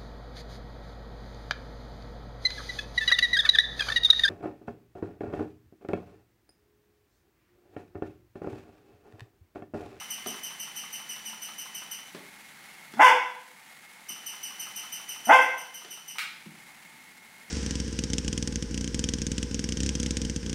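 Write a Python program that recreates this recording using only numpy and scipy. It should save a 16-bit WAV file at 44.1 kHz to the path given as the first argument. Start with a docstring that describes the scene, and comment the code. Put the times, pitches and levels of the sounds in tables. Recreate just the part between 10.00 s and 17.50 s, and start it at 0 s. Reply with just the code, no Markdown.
"""A motorised toy mouse squeaks and whirrs on a wooden floor, and a small dog barks at it twice.
The toy's gears rattle while a cam (a lopsided wheel) squeezes a bellows that blows a tiny whistle,
six times a second, in two runs. Paws thump on the boards, plastic clacks, and the bare room rings.
Each bark is a buzz of vocal folds and a rush of breath, shaped by the dog's throat.
An automatic volume control turns everything down at each bark, then slowly back up."""
import sys
import numpy as np
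from scipy import signal
from scipy.fft import rfft, irfft
from scipy.io import wavfile
from scipy.ndimage import uniform_filter1d, minimum_filter1d

SR = 44100
rng = np.random.default_rng(int(sys.argv[2]) if len(sys.argv) > 2 else 0)


def unload_audio(sound):
    """Save the sound as a 16-bit wav file, at the path given as the first command line argument."""
    columns = np.transpose(np.atleast_2d(sound))
    # keep every value between -1 and 1, then stretch to whole-number steps
    steps = np.round(np.clip(columns, -1, 1) * 32767)
    wavfile.write(sys.argv[1], SR, steps.astype(np.int16))


N = 330750
TIME = np.arange(N) / SR

# The room's ring. Each row: frequency in Hz, seconds to fade by 60 dB.
ROOM_RING = [(150, 0.36), (500, 0.6), (1000, 0.53), (2000, 0.56), (4000, 0.62), (8000, 0.44), (15000, 0.36)]
# The room's low hush. Each row: frequency in Hz, relative level in dB.
HUSH_COLOUR = [(25, -19), (70, -17), (115, -11), (150, -0.5), (215, 1), (280, -5.5), (450, -14),
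               (1000, -43), (4000, -35), (15000, -42.5)]
# The tone of the gear noise. Each row: frequency in Hz, relative level in dB.
GEAR_COLOUR = [(180, -47), (300, -16), (509, -16.5), (641, -14.5), (781, -8), (863, -13), (1590, -9),
               (1970, -4.5), (2100, -4.5), (2740, -12), (4490, -15.5), (5210, -18), (7620, -18),
               (10100, -18.5), (15500, -24.5)]
# Level of the toy's whirr, with a faint hiss swelling after the first bark.
# Each row: time in seconds, relative level in dB.
WHIRR_LEVELS = [(0, -49), (.8, -50), (2.8, -51.5), (3.6, -48), (6.3, -52), (7.5, -53.5)]
# The toy's knocks on the floor. Each row: start in seconds, relative level in dB.
CLACKS = [(2.351, -61), (2.572, -48), (2.640, -45), (2.700, -48.5), (6.184, -22.5), (6.191, -25)]
# The tone of one knock. Each row: frequency in Hz, relative level in dB.
CLACK_COLOUR = [(300, -47), (600, -33), (1150, -4.5), (2200, 0.5), (4000, -8.5), (6500, -16),
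                (10000, -17.5), (15000, -22)]
# Paws landing. Each row: start in seconds, relative level in dB, slap level on top of that in dB,
# brightness of the boards' ring in dB per octave.
PAW_STEPS = [(0.261, -19, -14, 4.5), (2.148, -26.5, -11.5, 1.5), (2.938, -35, -4.5, -10),
             (4.100, -35, -6, -8.5), (5.848, -35, -0.5, 6.5), (6.461, -28.5, -29, -16.5)]
# The notes of the floorboards. Each row: frequency in Hz, relative level in dB, seconds to fade by 60 dB.
BOARD_NOTES = [(160, -18.5, 0.12), (213, -9.5, 0.068), (283, -3, 0.029), (372, -3.5, 0.027),
               (500, -8.5, 0.024), (596, -16, 0.036)]
# Runs of squeaks. Each row: start, stop, time per cam turn, time lost speeding up, delay of the last
# squeak (all in seconds), relative level in dB, fade in dB per second, brightness in dB per harmonic.
SQUEAK_RUNS = [(-.059, 2.0, .1642, 0, .003, -30.5, 1.34, -.5),
               (4.089, 6.15, .1636, .018, .009, -30.5, 1.2, -0.52)]
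# The whistle's harmonics (multiples of its pitch). Each entry: relative level in dB, for harmonics 1 to 5.
WHISTLE_HARMONICS = [2.5, 3.5, -0.5, -1, -13.5]
# How squarely the toy faces the listener. Each row: time in seconds, gain of the direct treble in dB.
TOY_FACING = [(0, -2), (.7, -8), (1.4, -12), (1.9, -2.5), (4, -3.5), (6.1, -7.5)]
# Where the dog's throat rings. Each row: frequency in Hz, width in Hz, relative level in dB.
THROAT_RESONANCES = [(879, 255, 3), (1554, 170, 1), (2083, 460, -3.5), (2615, 280, -8.5),
                     (3243, 320, -13.5), (5430, 2830, -25.5), (8100, 6800, -35.5)]
# Where its chest booms. Each row: frequency in Hz, width in Hz, level at full effort in dB.
CHEST_RESONANCES = [(270.5, 150, -20), (506.3, 70, -19)]
# The barks. Each row: start in seconds, level in dB, top pitch in Hz, rise in seconds, hold in seconds,
# fade in dB per second, roughness from 0 to 1, mouth opening (above 1 raises the throat's resonances).
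BARKS = [(2.996, -6, 507.7, 0.0059, .072, 19.5, 0.31, 1.079),
         (5.297, -3.5, 523, 0.018, .072, 114, 0.21, 1.016)]

GRUNT_S = .03  # a low grunt leads into each bark by this long


def amp(db):
    """Turns decibels into a number to multiply by."""
    return 10 ** (np.asarray(db) / 20)


def unit(x):
    """Scales a sound to an average (rms) level of 1."""
    return x / np.sqrt(np.mean(x ** 2) + 1e-20)


def value_at(points, hz):
    """Looks up a frequency between a table's rows, on an octave-like scale."""
    f, value = np.transpose(points)
    return np.interp(np.log(hz + 1), np.log(f + 1), value)


def add(mix, s, sound):
    """Mixes a sound in, starting at s seconds."""
    start = round(s * SR)
    sound = sound[max(-start, 0):]
    part = mix[max(start, 0):][:len(sound)]
    part += sound[:len(part)]


def colour(x, points):
    """Shapes a sound's tone from rows of Hz and dB, then scales it to level 1."""
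    gains = amp(value_at(points, np.fft.rfftfreq(len(x), 1 / SR)))
    return unit(irfft(rfft(x) * gains, len(x)))


def wander(size, hz):
    """A random drift, mostly between -1 and 1, wiggling up to about hz times a second."""
    knots = rng.standard_normal(size // 8)
    return np.interp(np.arange(size) * 2 * hz / SR, np.arange(len(knots)), knots)


def resonate(x, hz, width):
    """Keeps the part of a sound near hz, which may glide; a smaller width rings longer."""
    turn = np.exp(2j * np.pi * np.cumsum(hz * np.ones(len(x))) / SR)
    r = np.exp(-np.pi * width / SR)
    return 2 * (turn * signal.lfilter([(1 - r) ** 2], [1, -2 * r, r * r], x / turn + 1e-18)).real


def snap(points, decay_s):
    """A small impact: a burst of shaped noise that dies quickly."""
    t = TIME[:4096]
    return colour(rng.standard_normal(len(t)), points) * np.exp(-t / decay_s)


def room(x, wet_db, build_s=0.0045):
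    """Adds dense echoes off bare walls, at level wet_db; each frequency dies at its own speed."""
    spacing = 16  # samples per echo
    slots = np.arange(0, SR - spacing, spacing)
    echoes = np.zeros(SR)
    echoes[slots + rng.integers(0, spacing, len(slots))] = rng.choice([-1, 1], len(slots))
    hz, t, bands = signal.stft(echoes, SR, nperseg=256)
    fade = np.exp(-np.log(1000) * t / value_at(ROOM_RING, hz)[:, None])
    tail = signal.istft(bands * fade, SR, nperseg=256)[1][:SR]
    tail *= 1 - np.exp(-(TIME[:SR] / build_s) ** 2)
    return x + amp(wet_db) * signal.fftconvolve(x, tail / np.linalg.norm(tail))[:N]


def hush(level_db=-64):
    """The steady, low noise of the room."""
    return amp(level_db) * colour(rng.standard_normal(N), HUSH_COLOUR)


def motor_load(free_whine_hz=2150, free_whine_db=-69):
    """Pumping the bellows strains the motor: the whirr gets louder, the whine lower and softer."""
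    pumping = sum(1.0 * ((TIME > start) & (TIME < stop)) for start, stop, *_ in SQUEAK_RUNS)
    load = uniform_filter1d(pumping, size=SR // 5)
    whirr_db = np.interp(TIME, *np.transpose(WHIRR_LEVELS)) + 1.13 * load
    return whirr_db, free_whine_hz - 56.5 * load, free_whine_db - 3 * load


def motor(grit=0.43, wobble=0.00448):
    """Gear teeth rattle in the shell, the motor whines, its brushes sizzle and the wheels drone."""
    whirr_db, whine_hz, whine_db = motor_load()
    teeth = rng.standard_normal(N) * np.exp(grit * rng.standard_normal(N) + 0.13 * wander(N, 60))
    gears = amp(whirr_db + 0.23 * wander(N, 3.9)) * colour(teeth, GEAR_COLOUR)
    wavering_hz = whine_hz * (1 + wobble * wander(N, 40))
    whine = amp(whine_db) * np.sin(2 * np.pi * np.cumsum(wavering_hz) / SR)
    wheel_db = np.interp(TIME, [1.7, 2.1], [-65, -80])  # loudest early on, as the toy drives off
    wheels = amp(wheel_db) * unit(resonate(rng.standard_normal(N), hz=216.7, width=5.8))
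    shell = amp(whirr_db - 14) * unit(resonate(rng.standard_normal(N), hz=882, width=89))
    whine += amp(whine_db + 2.5) * unit(resonate(teeth, whine_hz, width=95))  # uneven teeth roughen it
    whine *= 1 + .5 * wander(N, 25)
    brushes = amp(whirr_db - 23) * unit(resonate(teeth, hz=10730, width=500))
    return gears + shell + wheels + brushes + room(whine, wet_db=2)


def cam_strokes():
    """The cam turns evenly, slower as it starts and stops. Gives each squeak's time, level, brightness."""
    rows = []
    for start, stop, turn_s, spin_up_s, coast_s, db, fade_db_per_s, bright_db in SQUEAK_RUNS:
        times = np.arange(start, stop, turn_s)
        times += spin_up_s * (1 - np.exp(-np.arange(len(times))))
        times[-1] += coast_s
        rows += [(s, db - fade_db_per_s * (s - start), bright_db) for s in times]
    return rows


def cam_ticks(delay_s=.072, level_db=-44):
    """After each squeak the bellows drop off the cam with a soft tick."""
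    out = np.zeros(N)
    tick_colour = [(400, -22), (850, 10), (1250, 12.5), (2200, -1), (4000, 1.5), (14000, -50)]
    for s, *_ in cam_strokes():
        tick = snap(tick_colour, decay_s=0.015)
        start = s + delay_s + .002 * rng.standard_normal()
        add(out, start, amp(level_db + rng.standard_normal()) * tick)
    return room(out, wet_db=-3)


def clacks(gain_db=-2):
    """The toy's plastic shell and tail knock on the floor."""
    out = np.zeros(N)
    for s, db in CLACKS:
        add(out, s, amp(db + gain_db) * snap(CLACK_COLOUR, decay_s=0.0048))
    return room(out, wet_db=3)


def paws(thump_gain_db=-4, contact_s=0.00039):
    """Each footfall makes the boards ring, with a slap of pad and claw."""
    out, t = np.zeros(N), TIME[:SR // 4]
    slap_colour = [(200, -20), (700, -4.5), (1800, -9), (5000, -14.5), (14000, -40)]
    for s, db, slap_db, tilt_db in PAW_STEPS:
        ring = np.zeros(len(t))
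        for hz, note_db, ring_s in BOARD_NOTES:
            loudness = amp(note_db + tilt_db * np.log2(hz / 300)) * np.exp(-np.log(1000) * t / ring_s)
            ring += loudness * np.sin(2 * np.pi * (hz * t + rng.random()))
        add(out, s, amp(db + thump_gain_db) * ring * (1 - np.exp(-t / contact_s)))
        add(out, s, amp(db + slap_db) * snap(slap_colour, decay_s=0.0044))
    return room(out, wet_db=-0.5)


def squeak(top_hz, rise_s, bright_db, fall_s=0.022, bend=.26, waver=0.0074, swell=0.69):
    """One squeeze of the bellows: pitch and loudness rise and fall with the air pressure."""
    t = np.arange(-rise_s, fall_s, 1 / SR)
    pressure = np.maximum(1 - np.where(t < 0, t / rise_s, t / fall_s) ** 2, 0)
    # the air jet is steadiest at full pressure and raspy below it
    rasp = waver * wander(SR // 8, 934)[:len(t)] * (2 - 1.13 * pressure ** 2)
    hz = top_hz * (1 - bend * (1 - pressure)) * (1 + rasp)
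    phase = 2 * np.pi * np.cumsum(hz) / SR
    tone = np.zeros(len(t))
    for k, db in enumerate(WHISTLE_HARMONICS):
        strength = pressure ** (.15 + .05 * k ** 3)  # high harmonics need the most pressure
        tone += amp(db + bright_db * k) * strength * np.sin((k + 1) * phase)
    return tone * (1 - swell + swell * pressure ** 4)


def whistle(pitch_hz=3051, spread_hz=8.1, peak_delay_s=.003, gain_db=-1, beam_hz=6000):
    """The squeaks fill the room; only their treble is beamed straight ahead."""
    out = np.zeros(N)
    lead_s = .1  # spare time for the squeak that comes just before time zero
    for s, db, bright_db in cam_strokes():
        sharp, slow = rng.standard_normal(2)
        rise_s = .009 * np.exp(.08 * slow)
        sound = squeak(pitch_hz + spread_hz * sharp, rise_s, bright_db)
        add(out, lead_s + s + peak_delay_s - rise_s, amp(db + gain_db) * sound)
    treble = signal.lfilter(*signal.butter(1, beam_hz, "high", fs=SR), out + 1e-18)
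    beam = amp(np.interp(TIME - lead_s, *np.transpose(TOY_FACING))) * treble
    echoes = room(out, wet_db=-2.5, build_s=0.0035) - out
    lead = round(lead_s * SR)
    return np.pad((beam + echoes)[lead:], (0, lead))


def bark_shape(db, top_hz, rise_s, hold_s, fade_db_per_s, top_rough, opening):
    """From a low grunt, the voice leaps up and brightens as the vocal folds tighten, holds, then drops."""
    tighten_s, release_s = .041, .067
    slack_hz, grunt_hz_per_s = 279.7, 2600
    t = np.arange(-GRUNT_S, hold_s + release_s, 1 / SR)
    grunt = np.clip(-t / rise_s, 0, 1)
    loose = 1 - np.clip(t / tighten_s, 0, 1)
    release = np.clip((t - hold_s) / release_s, 0, 1)
    tension = (1 - loose ** 2) * np.cos(np.pi / 2 * release)
    slack = 1 - tension
    hz = top_hz * tension + slack_hz * slack + grunt_hz_per_s * np.minimum(t, 0)
    hz *= 1 + .01 * wander(SR, 45.2)[:len(t)]  # a slight quaver
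    effort_db = db - 24.5 * grunt - 10 * slack - fade_db_per_s * np.maximum(t, 0) - 15.5 * release ** 2
    rough = np.clip(top_rough * tension + 0.29 * slack, 0, 1)
    mouth = opening * (tension + 0.82 * slack)
    tilt_db = -6 * loose  # per octave: the voice starts dark
    return effort_db, hz, rough, mouth, tilt_db


def bark(effort_db, hz, rough, mouth, tilt_db, jitter=0.035, nose_hz=3943, nose_width_hz=600):
    """Uneven pulses of the vocal folds and puffs of breath pass a throat that opens and shuts."""
    cycles = np.cumsum(hz * (1 + jitter * rough * wander(SR, 250)[:len(hz)])) / SR
    folds = unit(sum(np.cos(2 * np.pi * k * cycles) for k in range(1, 8)))
    puffs = unit((0.22 + np.exp(-(cycles % 1) / 0.236)) * rng.standard_normal(SR)[:len(hz)])
    buzz = (1 - rough) * folds + 3.84 * (rough + 0.13) * puffs
    lowest = THROAT_RESONANCES[0][0]
    voice = np.zeros(len(hz))
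    for f, width, db in THROAT_RESONANCES:
        moved_hz = f * mouth ** (lowest / f)  # the jaw moves the lowest resonance most
        voice += amp(db + tilt_db * np.log2(f / lowest)) * resonate(buzz, moved_hz, width)
    # the nose swallows one band, and a small mouth gives out little bass
    voice = signal.lfilter(*signal.iirnotch(nose_hz, nose_hz / nose_width_hz, SR), voice)
    voice = signal.sosfilt(signal.butter(3, 570, "high", fs=SR, output="sos"), voice)
    # the chest booms as the pitch sweeps through its resonances
    low_tone = amp(0.33 * effort_db) * np.sin(2 * np.pi * cycles)
    chest = sum(amp(db) * resonate(low_tone, f, width) for f, width, db in CHEST_RESONANCES)
    return (amp(effort_db) * unit(voice) + chest) * signal.windows.tukey(len(hz), .05)


def dog():
    """Two barks and their ring in the room."""
    out = np.zeros(N)
    for s, *settings in BARKS:
        add(out, s - GRUNT_S, bark(*bark_shape(*settings)))
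    return room(out, wet_db=-1)


def scene(low_cut_hz=135):
    """Dog and toy, their deep bass thinned by the microphone, over the hush of the room."""
    sources = dog() + whistle() + cam_ticks() + clacks() + paws() + motor()
    low_cut = signal.butter(3, low_cut_hz, "high", fs=SR, output="sos")
    return (signal.sosfilt(low_cut, sources) + hush())[None]


def record(dry, ceiling_db=-3, recover_db_per_s=4.5, top_hz=15800):
    """The volume drops at peaks over the ceiling and creeps back; then the highest treble is cut."""
    peaks = -minimum_filter1d(-abs(dry[0]), size=130)
    over_db = np.maximum(20 * np.log10(peaks + 1e-9) - ceiling_db, 0)
    recovery = TIME * recover_db_per_s
    drop_db = np.maximum.accumulate(over_db + recovery) - recovery
    turned_down = dry / amp(uniform_filter1d(drop_db, size=130))
    treble_cut = signal.firwin(511, top_hz, window=("kaiser", 9), fs=SR)
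    return signal.oaconvolve(turned_down, treble_cut[None], "same")


dry = scene()
out = record(dry)
unload_audio(out)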